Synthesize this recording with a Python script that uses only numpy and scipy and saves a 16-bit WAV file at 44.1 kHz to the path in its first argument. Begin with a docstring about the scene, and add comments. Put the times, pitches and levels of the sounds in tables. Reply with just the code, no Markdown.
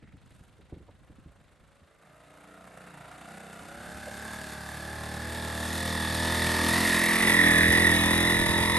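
"""A stand-up scooter with a small four-stroke engine idles far down a quiet street, opens up, passes close.
Exhaust pulses drone in the muffler, the valve gear clatters once a cycle and the drive chain whines in
bursts; all follow engine speed, distance and angle. The road and house fronts throw the sound back.
Under it lie the hush of the town and one hollow knock. The hand-held two-port microphone picks up
soft bumps, mostly at first, and low gusts as it swings round."""
import sys
import numpy as np
from scipy import signal
from scipy.fft import rfft, irfft, next_fast_len
from scipy.io import wavfile
from scipy.ndimage import uniform_filter1d, map_coordinates

SR = 44100
rng = np.random.default_rng(int(sys.argv[2]) if len(sys.argv) > 2 else 0)


def dump_mix(stems):
    """Bounce the given channels to the path in sys.argv[1] as a 16-bit WAV at rate SR."""
    frames = np.atleast_2d(stems).T  # one column per channel
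    limited = np.clip(frames, -1, 1)  # hard clip at full scale
    pcm = np.round(limited * 32767).astype(np.int16)
    wavfile.write(sys.argv[1], SR, pcm)


N = 387198
TIME = np.arange(N) / SR
HZ = np.fft.rfftfreq(2 * next_fast_len(N // 2 + 8000), 1 / SR)

# engine speed, hunting about twice a second under load (t/s, firing rate/Hz)
ENGINE_SPEED = [(0.0, 19.88), (0.3, 22.6), (1.4, 24.93), (1.85, 25.77), (2.3, 29.42), (2.45, 29.49),
                (2.6, 30.25), (2.83, 30.25), (3.05, 28.37), (3.26, 31.74), (3.58, 31.69), (3.72, 33.27),
                (3.9, 35.83), (4.12, 35.7), (4.36, 37.11), (4.62, 35.93), (4.87, 37.99), (5.15, 37.77),
                (5.38, 39.75), (5.58, 38.82), (5.82, 41.08), (6.07, 39.8), (6.4, 41.37), (6.58, 40.74),
                (6.8, 43.28), (7.02, 42.02), (7.22, 43.33), (7.55, 40.72), (7.78, 42.82), (8.03, 41.35),
                (8.3, 42.83), (8.55, 42.07), (8.78, 43.48)]
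# perspective on the scooter (t/s, side: 0 far ahead, 1 close front, 2 rear, leftward share/0-1)
VIEW = [(3.2, 0.11, 0.046), (4.3, 0.52, 0.018), (5.6, 0.59, 0.077), (6.9, 1.49, 0.063), (7.35, 1.78, 0.68),
        (8.2, 2.08, 0.71)]
# perspective on the exhaust (t/s, side as in VIEW)
PIPE_VIEW = [(4.2, 0.033), (5.2, 0.98), (6.2, 1.045), (7.6, 1.96)]
# exhaust harmonics from each side (multiple of the firing rate, level/dB)
PIPE_FAR = [(1, -28), (2, -3.5), (3, -5.5), (4, -14), (5, -3.5), (6, 0), (7, -3.5), (8, -21), (9, -16.5),
            (10, -8), (11, -19), (12, -26), (13, -14), (14, -13), (15, -10.5), (16, -22), (17, -2),
            (18, -18), (19, -21), (20, -20), (21, -9.5), (22, -11), (23, -10), (24, -6.5), (26, -26)]
PIPE_FRONT = [(1, -18.5), (2, 4.5), (3, -2), (4, -1.5), (5, -1.5), (6, 0), (7, -31.5), (8, -4.5),
              (9, -10.5), (10, -17.5), (11, -11.5), (12, -18.5), (13, -6), (14, -30), (15, -6), (16, -16.5),
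              (17, -5.5), (18, -21.5), (19, -32.5), (20, -13), (21, -7.5), (22, -11.5), (23, -6),
              (24, -21.5), (29, -23), (30, -12), (32, -16.5)]
PIPE_REAR = [(1, -14.5), (2, 1), (3, -4), (4, 0.5), (5, 2.5), (6, -5.5), (7, -0.5), (8, -1.5), (9, -14.5),
             (10, -10), (11, -7), (12, -34.5), (13, -10), (14, -6.5), (15, -20), (16, -9), (17, -18),
             (18, -36), (19, -34.5)]
# boom of the muffler can (f/Hz, width/Hz, far level/dB, front level/dB)
MUFFLER_MODES = [(297, 10, 9.5, -19), (677, 29, 1, -20)]
# brief swells of the machinery; the first is the scooter turning broadside
# (t/s, half length/s, valve gain/dB, chain gain/dB, casing gain/dB)
SWELLS = [(0.36, 0.16, 10, 3, 2.5), (2.91, 0.24, 1, -1.5, 2), (3.293, 0.45, 3, -2, 2),
          (4.3, 0.44, 4, 3.5, 1.5), (5.67, 0.23, 2.5, -1.5, 0), (7.21, 0.11, 0, -2.5, 2),
          (7.476, 0.095, 0, 1.5, 0)]
# clatter EQ from each side (f/Hz, level/dB)
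CLATTER_FAR = [(45, -33), (150, 1.5), (400, -10), (700, -1.5), (1080, -9.5), (1400, -4), (2200, -10.5),
               (2900, -17.5), (3600, -24), (4500, -24.5), (7000, -14), (9000, -12), (10700, -8.5),
               (12500, -29)]
CLATTER_FRONT = [(45, -24), (150, -2), (400, -4), (700, -12), (1100, -3), (1500, -8.5), (2200, -9),
                 (2900, -10), (3600, -4), (4500, -9), (7000, -9), (9000, -7.5), (10700, -0.5),
                 (12500, -14.5)]
CLATTER_REAR = [(45, 14), (150, -13.5), (400, -7), (700, -8.5), (1100, -4.5), (1500, -11), (2200, -4),
                (2900, -8), (3600, -7.5), (4500, -4.5), (7000, -2.5), (9000, 0), (10700, 11), (12500, -14)]
# clatter accents through one engine cycle (phase/cycles, level/dB)
CLATTER_ACCENTS = [(0, 5.5), (.08, 4), (.2, 1), (.34, 4.5), (.45, 0.5), (.6, -1), (.75, 2), (.92, 2.5)]
# thin metal engine parts (f/Hz, width/Hz, far level/dB, front level/dB, rear level/dB)
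METAL_MODES = [(2710, 320, -3, -12, -14), (3552, 98, -6.5, -4, -5.5), (3855, 150, -6, -17, 1),
               (4360, 1200, -6, 3.5, -4.5), (5170, 63, -20, -6, -12), (9040, 730, -14, 0, -9)]
# gusts of low air and handling rumble (t/s, hold/s, level/dB)
GUSTS = [(0, 1.25, -58.5), (1.462, 0.29, -67.5), (3.653, 0.4, -59.5), (3.9, 4.5, -64.5), (4.9, 2.4, -66),
         (7.695, 0.22, -38.5), (8.02, 0.29, -49), (8.385, 0.24, -36.5)]
# EQ of that rumble (f/Hz, level/dB)
RUMBLE_EQ = [(22, -50), (35, -17), (52, -5.5), (80, -3.5), (130, -9), (300, -21), (700, -55), (2000, -64)]
# EQ of the distant town (f/Hz, level/dB)
TOWN_EQ = [(18, -39), (30, 5), (81, 7), (362, 0), (632, -1), (756, -26), (1260, -46), (3210, -21),
           (8880, -19), (11400, -57), (13000, -66)]
# soft bumps on the microphone body (t/s, level/dB, brightness/Hz)
BUMPS = [(0.03, -44, 297), (0.085, -48, 238), (0.143, -45, 203), (.309, -62, 280), (0.409, -46, 201),
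         (0.598, -49, 353), (0.729, -32.5, 327), (0.768, -41, 283), (0.809, -45, 280), (0.891, -44.5, 624),
         (0.945, -54, 250), (1.022, -53, 230), (1.104, -43.5, 223), (1.189, -45.5, 257),
         (1.264, -38.5, 202), (1.384, -52.5, 200), (1.622, -55, 220), (1.821, -50.5, 181), (3.6, -44, 200),
         (7.7, -22.5, 170), (8.505, -29, 98)]
# the crank lurches on firing and slows on compression (phase/cycles, speed change/%)
CRANK_LURCH = [(0, 10.5), (.15, 4.5), (.4, 2), (.55, -2), (.8, -4), (.9, 2)]
# link-rate harmonics against the second, the main whine (t/s, first/dB, fourth/dB, sixth/dB)
LINK_HARMONICS = [(1.8, 3, -26, -32), (2.1, 6, -24, -32), (3.5, -0.5, -6, -32), (4.3, -9, -24, -35),
                  (5.5, 0.5, -7, -18), (6, -5.5, -4, -18), (6.6, -5, -13.5, -18), (7.4, -20, -21, -39),
                  (8.2, -10.5, -12.5, -20), (8.78, -1.5, -10, -34)]
# chain strain through one engine cycle (phase/cycles, level/dB)
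CHAIN_STRAIN = [(.06, 6), (.2, 3), (.34, 1.5), (.46, 4.5), (.58, 5.5), (.68, 2.5), (.77, 3), (.88, -3),
                (.97, 7)]
# the whine jumps on firing and drops as the chain hangs slack (phase/cycles, level/dB)
CHAIN_LASH = [(0, -1), (.12, 3), (.26, 0), (.4, 3), (.56, 1), (.7, -4), (.8, -8), (.92, -6)]
# chain guard resonances (f/Hz, width/Hz, level/dB)
GUARD_MODES = [(1707, 70, -0.5), (1890, 95, -3.5), (3510, 120, -1), (3754, 160, -1.5), (5150, 100, 8)]
# microphone body's shadow on sound from the left (f/Hz, left over right/dB, left lead/rad)
BODY_SHADOW = [(100, 0, 0.4), (300, -2, -0.07), (500, 0.5, 0.68), (1030, 0, 0.93), (1580, 1, 1.96),
               (2070, -6, 1.26), (2230, -3, 2.5), (3030, -4, 3), (3455, 26, 4), (3690, -1.5, 1),
               (4350, 0, 3.5), (4880, 5, 2.5), (6700, -4, 2.38), (7440, 2, 3.5), (9260, 0, 0)]
# treble phase between the ports (f/Hz, left lead/rad)
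PORT_PHASE = [(8750, 0), (9390, -1.8), (10250, -3.14), (10900, -4.3), (11800, -6.2), (12300, -6.5),
              (12800, -7.4)]
# tonal balance of the ports (f/Hz, left over right/dB)
PORT_BALANCE = [(100, 0), (300, -1.2), (800, -2), (1300, -.5), (1900, -2), (2400, 0), (12000, 0)]

# how each part radiates (level/dB, gain per doubling of speed/dB, gain with throttle shut/dB,
# beam gain/dB, beam angle from straight ahead/deg, beam width/deg)
EXHAUST = (-20.5, 16.5, -16.5, 10, 169.5, 38)
CASING = (-27.5, 8, -12, 12.5, 177.5, 39)
VALVES = (-30, 18.5, -9, 9, 166, 29)
CHAIN = (-18, 11.5, -15.5, 13, 153.5, 44)
RASP = (-35.5, 15, -23, 16.5, 141, 38)

FIRST_FIRING_S, CRUISE_FIRING_HZ, LINKS_PER_CYCLE = 0.026, 42, 22
THROTTLE_S, LOAD_RISE_S = 1.99, 1
SNAP_SHARE, SNAP_RISE_S = 0.3, 0.019  # the part of the load that comes at once
PASS_S, NEAREST_M, ROAD_M_PER_S = 6.91, 2.885, 6.2
MIC_HEIGHT_M, ENGINE_HEIGHT_M = 1.37, 0.308


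def amp(db):
    """Decibels to gain."""
    return 10 ** (np.asarray(db) / 20)


def unit_rms(x):
    """Scales to rms 1."""
    return x / np.sqrt(np.mean(x ** 2) + 1e-20)


def levelled(x, size=2500):
    """Rides the level to keep it even from cycle to cycle."""
    return x / np.sqrt(uniform_filter1d(x ** 2, size=size) + 1e-12)


def curve(rows, column=1):
    """One column of a timed table at every sample."""
    rows = np.array(rows)
    return np.interp(TIME, rows[:, 0], rows[:, column])


def eq(points):
    """Gain at every frequency from (f/Hz, level/dB) points."""
    hz, db = np.transpose(points)
    return amp(np.interp(np.log(HZ + 1), np.log(hz), db))


def filtered(x, gain):
    """Filters by a gain at every frequency."""
    return irfft(rfft(x, 2 * len(HZ) - 2) * gain)[..., :N]


def wander(rate_hz):
    """Smooth random modulation of rms 1."""
    return unit_rms(filtered(rng.standard_normal(N), 1 / (1 + (HZ / rate_hz) ** 4)))


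def resonate(x, hz, width_hz):
    """A resonance of gain 1 whose pitch can glide."""
    carrier = np.exp(2j * np.pi * np.cumsum(hz * np.ones(len(x))) / SR)
    pole = np.exp(-np.pi * width_hz / SR)
    return 2 * (carrier * signal.lfilter([1 - pole], [1, -pole], x / carrier)).real


def ring(x, hz, width_hz):
    """Two resonances in series, for steeper skirts."""
    return resonate(resonate(x, hz, width_hz), hz, width_hz)


def accents(points, turns, depth=1):
    """A gain pattern that repeats with every firing; turns counts engine cycles."""
    phase, db = np.transpose(points)
    return unit_rms(amp(depth * np.interp(turns, phase, db, period=1)))


def looping_noise(turns, memory_cycles, size=1024):
    """Noise that nearly repeats each engine cycle, slowly renewing itself."""
    feedback = np.exp(-1 / memory_cycles)
    cycles = signal.lfilter([1], [1, -feedback], rng.standard_normal((400, size)), axis=0)[-360:]
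    return unit_rms(map_coordinates(cycles.ravel(), [turns * size], order=1, mode="wrap"))


def sides(view):
    """Crossfade gains for the far, front and rear sound."""
    return [np.clip(1 - abs(curve(view) - side), 0, 1) for side in range(3)]


def firing_rate():
    """Firings a second, smoothed by the flywheel."""
    return uniform_filter1d(curve(ENGINE_SPEED), size=3000)


def path():
    """Distance/m and angle/deg from straight ahead of a straight ride past the microphone."""
    ahead_m = ROAD_M_PER_S * (PASS_S - TIME)
    return np.hypot(ahead_m, NEAREST_M), np.degrees(np.arctan2(NEAREST_M, ahead_m))


def radiation(part):
    """Gain of one part: louder with speed and throttle, falling with distance, beamed to the rear."""
    db, per_doubling_db, shut_db, beam_db, beam_deg, width_deg = part
    distance, angle = path()
    age = np.maximum(TIME - THROTTLE_S, 0)
    shut = (1 - SNAP_SHARE) * np.exp(-age / LOAD_RISE_S) + SNAP_SHARE * np.exp(-age / SNAP_RISE_S)
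    beam = np.exp(-((angle - beam_deg) / width_deg) ** 2)
    doublings = np.log2(firing_rate() / CRUISE_FIRING_HZ)
    return amp(db + per_doubling_db * doublings + shut_db * shut + beam_db * beam) / distance


def swell(column):
    """Bell-shaped fader moves from one gain column of SWELLS."""
    return amp(sum(row[column] * np.exp(-((TIME - row[0]) / row[1]) ** 2) for row in SWELLS))


def muffler(pipe, bass_delay, lag=-0.042, bass_order=10.14, fall_db=2.5, size=2048, count=64):
    """One cycle of exhaust pressure: a sharp blowdown, then the muffler's echoes, bass leaving last."""
    listed, db = np.transpose(pipe)
    order = np.arange(count + 1)
    rolloff_db = fall_db * np.maximum(order - listed[-1], 0)
    height = amp(np.maximum(np.interp(order, listed, db) - rolloff_db, -50))
    minimum_phase = -signal.hilbert(np.log(np.r_[height, height[-2:0:-1]])).imag[:count + 1]
    late = lag * order + bass_delay * bass_order * (1 - np.exp(-order / bass_order))
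    harmonics = height * np.exp(1j * (minimum_phase - 2 * np.pi * late)) * (order > 0)
    return irfft(harmonics, size) * size / np.sqrt(2 * np.sum(height[4:9] ** 2))


def exhaust(turns, roughness=0.067, bass_delay_cycles=(0.193, 0.193, 0.4186)):
    """The drone: one pressure pulse a firing rings in the muffler, no two equally strong."""
    far, front, rear = sides(PIPE_VIEW)
    drone = np.zeros(N)
    for share, pipe, delay in zip((far, front, rear), (PIPE_FAR, PIPE_FRONT, PIPE_REAR), bass_delay_cycles):
        pulse = muffler(pipe, delay)
        drone += share * np.interp(turns, np.arange(len(pulse)) / len(pulse), pulse, period=1)
    boom = sum((amp(far_db) * far + amp(front_db) * front) * resonate(drone, hz, width)
               for hz, width, far_db, front_db in MUFFLER_MODES)
    return (drone + boom) * (1 + roughness * wander(39)) * radiation(EXHAUST)


def clatter(turns, casing_gain, valve_gain, split_hz=3000, grain_db=1.0, uneven_db=1.42):
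    """Valve gear and piston shake the casing in gritty bursts, most distinct at low speed."""
    speed = curve(ENGINE_SPEED)
    burst = accents(CLATTER_ACCENTS, turns, np.interp(speed, [22, 38], [1.86, 1]))
    burst = levelled(burst, size=8000) * amp(uneven_db * wander(63))
    # the same parts strike at the same crank angles
    knocking = unit_rms(burst * levelled(looping_noise(turns, memory_cycles=2.56)))
    idle_crispness = accents(CLATTER_ACCENTS, turns, np.interp(speed, [23, 27], [1, 0]))
    hissing = unit_rms(burst * idle_crispness * rng.standard_normal(N) * amp(grain_db * wander(700)))
    lows = 1 / np.hypot(1, (HZ / split_hz) ** 3)
    # each layer: drive, crossover, gain, edges/Hz of the band that sets its level
    casing = (knocking, lows * eq([(40, -25), (110, 0)]), casing_gain * amp(-2.5), 900, 1400)
    valves = (hissing, np.sqrt(1 - lows ** 2), valve_gain * amp(-0.67), 8000, 9500)
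    out = np.zeros(N)
    for share, points in zip(sides(VIEW), (CLATTER_FAR, CLATTER_FRONT, CLATTER_REAR)):
        tone = eq(points)
        for drive, crossover, gain, low_hz, high_hz in (casing, valves):
            band_rms = np.sqrt(np.mean(tone ** 2 * (HZ > low_hz) * (HZ < high_hz)))
            out += share * gain * filtered(drive, tone * crossover / band_rms)
    return out


def ticking(turns, casing_gain, rise_cycles=0.08, decay_cycles=0.4, uneven_db=2.5):
    """Each firing is one dry tick of the casing, standing out most at idle."""
    strike = levelled(looping_noise(turns, memory_cycles=0.4)) + 0.5 * rng.standard_normal(N)
    age = turns % 1
    envelope = (1 - np.exp(-age / rise_cycles)) * np.exp(-age / decay_cycles)
    ticks = unit_rms(strike * envelope * amp(uneven_db * wander(11)))
    tone = eq([(250, -28), (650, -0.5), (1050, -5), (1300, -0.5),
               (2400, -0.5), (3300, -1), (4200, -3), (9000, -41)])
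    fader_db = np.interp(curve(ENGINE_SPEED), [22, 30, 39, 39.8], [6, -6, -22, -6])
    return unit_rms(filtered(ticks, tone)) * casing_gain * amp(fader_db)


def fins(turns, valve_gain):
    """The valve gear's blows keep the cooling fins and covers ringing; each faces its own way."""
    blows = rng.standard_normal(N) * accents(CLATTER_ACCENTS, turns, depth=0.99)
    view = curve(VIEW)
    return valve_gain * sum(amp(np.interp(view, [0, 1, 2], side_db)) * unit_rms(ring(blows, hz, width))
                            for hz, width, *side_db in METAL_MODES)


def jingle(turns, until_s=0.14, level_db=-68.5):
    """The first slow firings shake a loose piece of metal."""
    blows = rng.standard_normal(N) * accents(CLATTER_ACCENTS, turns, depth=3)
    fade = 1 / (1 + (TIME / until_s) ** 8)
    return amp(level_db) * unit_rms(ring(blows, hz=1900, width_hz=960)) * fade


def road(x, echo=0.06):
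    """A faint flange: the echo off the asphalt lags most when the scooter is nearest."""
    distance = path()[0]
    bounced_m = np.hypot(distance, MIC_HEIGHT_M + ENGINE_HEIGHT_M)
    direct_m = np.hypot(distance, MIC_HEIGHT_M - ENGINE_HEIGHT_M)
    late = np.interp(TIME - (bounced_m - direct_m) / 343, TIME, x)
    return (x + echo * late) / np.hypot(1, echo)


def houses(x, t60_s=0.38, predelay_s=0.012, dull_hz=6000, wide_above_hz=1100):
    """Sparse echoes from parked cars and house fronts; their bass is alike at both ports."""
    t = np.arange(SR // 2) / SR
    taps = rng.standard_normal((2, len(t))) * (rng.random((2, len(t))) < 0.03)
    taps *= (t > predelay_s) * amp(-60 * t / t60_s)
    taps /= np.linalg.norm(taps, axis=1, keepdims=True)
    echoes = signal.fftconvolve(x[None], taps, axes=1)[:, :N]
    mid, side = filtered(echoes, 1 / np.hypot(1, HZ / dull_hz))
    side = filtered(side, HZ / np.hypot(HZ, wide_above_hz))
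    return np.array([mid + side, mid - side]) / np.sqrt(2)


def gusts(rise_s=0.075, fall_s=0.16):
    """Gain of the gusts: each rises quickly, holds and dies away."""
    return sum(amp(db) * np.clip((TIME - start) / rise_s + 1, 0, 1)
               * np.exp(-np.maximum(TIME - start - hold, 0) / fall_s) for start, hold, db in GUSTS)


def air(stereo_spread=1.04, lumpy_db=3, town_db=-69):
    """Lumpy rumble at the ports over the steady hush of the town."""
    noise = rng.standard_normal((2, 3, N))
    wind, town = noise[:, :1] + stereo_spread * noise[:, 1:]
    rumble = unit_rms(filtered(wind, eq(RUMBLE_EQ)) * amp(lumpy_db * wander(30)))
    return rumble * gusts() + amp(town_db) * unit_rms(filtered(town, eq(TOWN_EQ)))


def thud(at_s, rise_s=0.01, decay_s=0.012):
    """A short puff of noise that drives an impact."""
    age = np.maximum(TIME - at_s + rise_s, 0)
    return rng.standard_normal(N) * (1 - np.exp(-age / rise_s)) * np.exp(-np.minimum(age / decay_s, 50))


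def bumps(low_hz=50, thump_hz=82, thump_decay_s=0.017, thump_db=-3.5):
    """The hand bumps the microphone body: a dull thud plus the body's low ring."""
    out = np.zeros(N)
    for at_s, db, bright_hz in BUMPS:
        band = signal.butter(3, [low_hz, max(1.2 * bright_hz, 2 * low_hz)], "band", fs=SR, output="sos")
        bump = signal.sosfilt(band, thud(at_s))
        age = np.maximum(TIME - at_s, 0)
        thump = np.sin(2 * np.pi * thump_hz * age) * np.exp(-np.minimum(age / thump_decay_s, 50))
        out += amp(db) * (bump / abs(bump).max() + amp(thump_db) * thump)
    return out


def crank(turns):
    """Engine cycles turned, with the crank's lurch at each firing."""
    phase, percent = np.transpose(CRANK_LURCH)
    step = np.gradient(turns)
    lurch = np.interp(turns, phase, percent, period=1) / 100
    return turns + np.cumsum((lurch - np.average(lurch, weights=step)) * step)


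def lash(turns):
    """Gain of the chain's take-up and slack, deepest just after the scooter has passed."""
    return accents(CHAIN_LASH, turns, np.interp(curve(VIEW), [1, 1.75, 2.1], [0.25, 1, 0.45]))


def chain(turns, tone_db=-7.5, rattle_db=-13, slack_rad=0.19, flutter_db=1.45):
    """Links strike the sprocket in step with the crank; whine and rattle ring the chain guard."""
    phase = 2 * np.pi * LINKS_PER_CYCLE * crank(turns) + slack_rad * wander(30)
    first_db, fourth_db, sixth_db = (curve(LINK_HARMONICS, column) for column in (1, 2, 3))
    bite = accents(CHAIN_STRAIN, turns, depth=0.55)  # strain brings out the top harmonics
    whine = np.sqrt(2) * sum(amp(db) * np.sin(k * phase) * (bite if k > 2 else 1)
                             for k, db in ((1, first_db), (2, 0), (4, fourth_db), (6, sixth_db)))
    whine_hz = 2 * LINKS_PER_CYCLE * firing_rate()
    rattle = levelled(ring(looping_noise(turns, memory_cycles=3), whine_hz, width_hz=480))
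    strain = accents(CHAIN_STRAIN, turns, depth=1.04) * amp(flutter_db * wander(37))
    links = (amp(tone_db) * whine + amp(rattle_db) * rattle) * strain
    guard = sum(amp(db) * resonate(links, hz, width) for hz, width, db in GUARD_MODES)
    return (links + guard) * lash(turns) * radiation(CHAIN) * swell(column=3)


def rasp(turns, above_whine=1.11, grit_db=2):
    """Close by and from the side, the links scrape in a wide rasp just above the whine."""
    hz = above_whine * 2 * LINKS_PER_CYCLE * firing_rate()
    grit = looping_noise(turns, memory_cycles=2.8) * amp(grit_db * wander(300))
    scrape = levelled(ring(grit, hz, width_hz=750))
    return scrape * accents(CHAIN_STRAIN, turns) * lash(turns) * radiation(RASP)


def knock(at_s=4.078, peak_db=-34):
    """One hollow knock in the street: a short blow rings a single resonance."""
    hollow = ring(thud(at_s, decay_s=0.011) + 1e-15, hz=580, width_hz=180)
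    return amp(peak_db) * hollow / abs(hollow).max()


def passing(x):
    """Off to one side the scooter reaches the left port first, and the microphone body colours it."""
    hz, db, lead = np.transpose(BODY_SHADOW)
    left = amp(np.interp(HZ, hz, db) / 2) * np.exp(0.5j * np.interp(HZ, hz, lead))
    aside = curve(VIEW, column=2)
    return (1 - aside) * x + aside * filtered(x, np.array([left, 1 / left]))


def scene(far_wet_db=-6, near_wet_db=-14, speed_jitter=0.002016):
    """The mix: the scooter, wetter while it is far, with the street and the handling."""
    turns = np.cumsum(firing_rate() * (1 + speed_jitter * wander(21.4))) / SR
    turns -= np.interp(FIRST_FIRING_S, TIME, turns)
    casing_gain = radiation(CASING) * swell(column=4)
    valve_gain = radiation(VALVES) * swell(column=2)
    engine = clatter(turns, casing_gain, valve_gain) + ticking(turns, casing_gain) + fins(turns, valve_gain)
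    drive = chain(turns) + rasp(turns)
    scooter = exhaust(turns) + road(engine + drive) + jingle(turns)
    echo_send = amp(np.interp(curve(VIEW), [0, 1], [far_wet_db, near_wet_db]))
    return passing(scooter) + houses(scooter * echo_send) + air() + bumps() + knock()


def record(dry, cutoff_hz=13100):
    """The two ports differ in colour and, in the top treble, in phase; a steep high cut follows."""
    twist = np.exp(1j * np.interp(HZ, *np.transpose(PORT_PHASE)))
    tilt = np.sqrt(eq(PORT_BALANCE))
    ported = filtered(dry, np.array([tilt * twist, 1 / tilt]))
    high_cut = signal.firwin(511, cutoff_hz, window=("kaiser", 9), fs=SR)
    return signal.oaconvolve(ported, high_cut[None], "same")


dry = scene()
out = record(dry)
dump_mix(out)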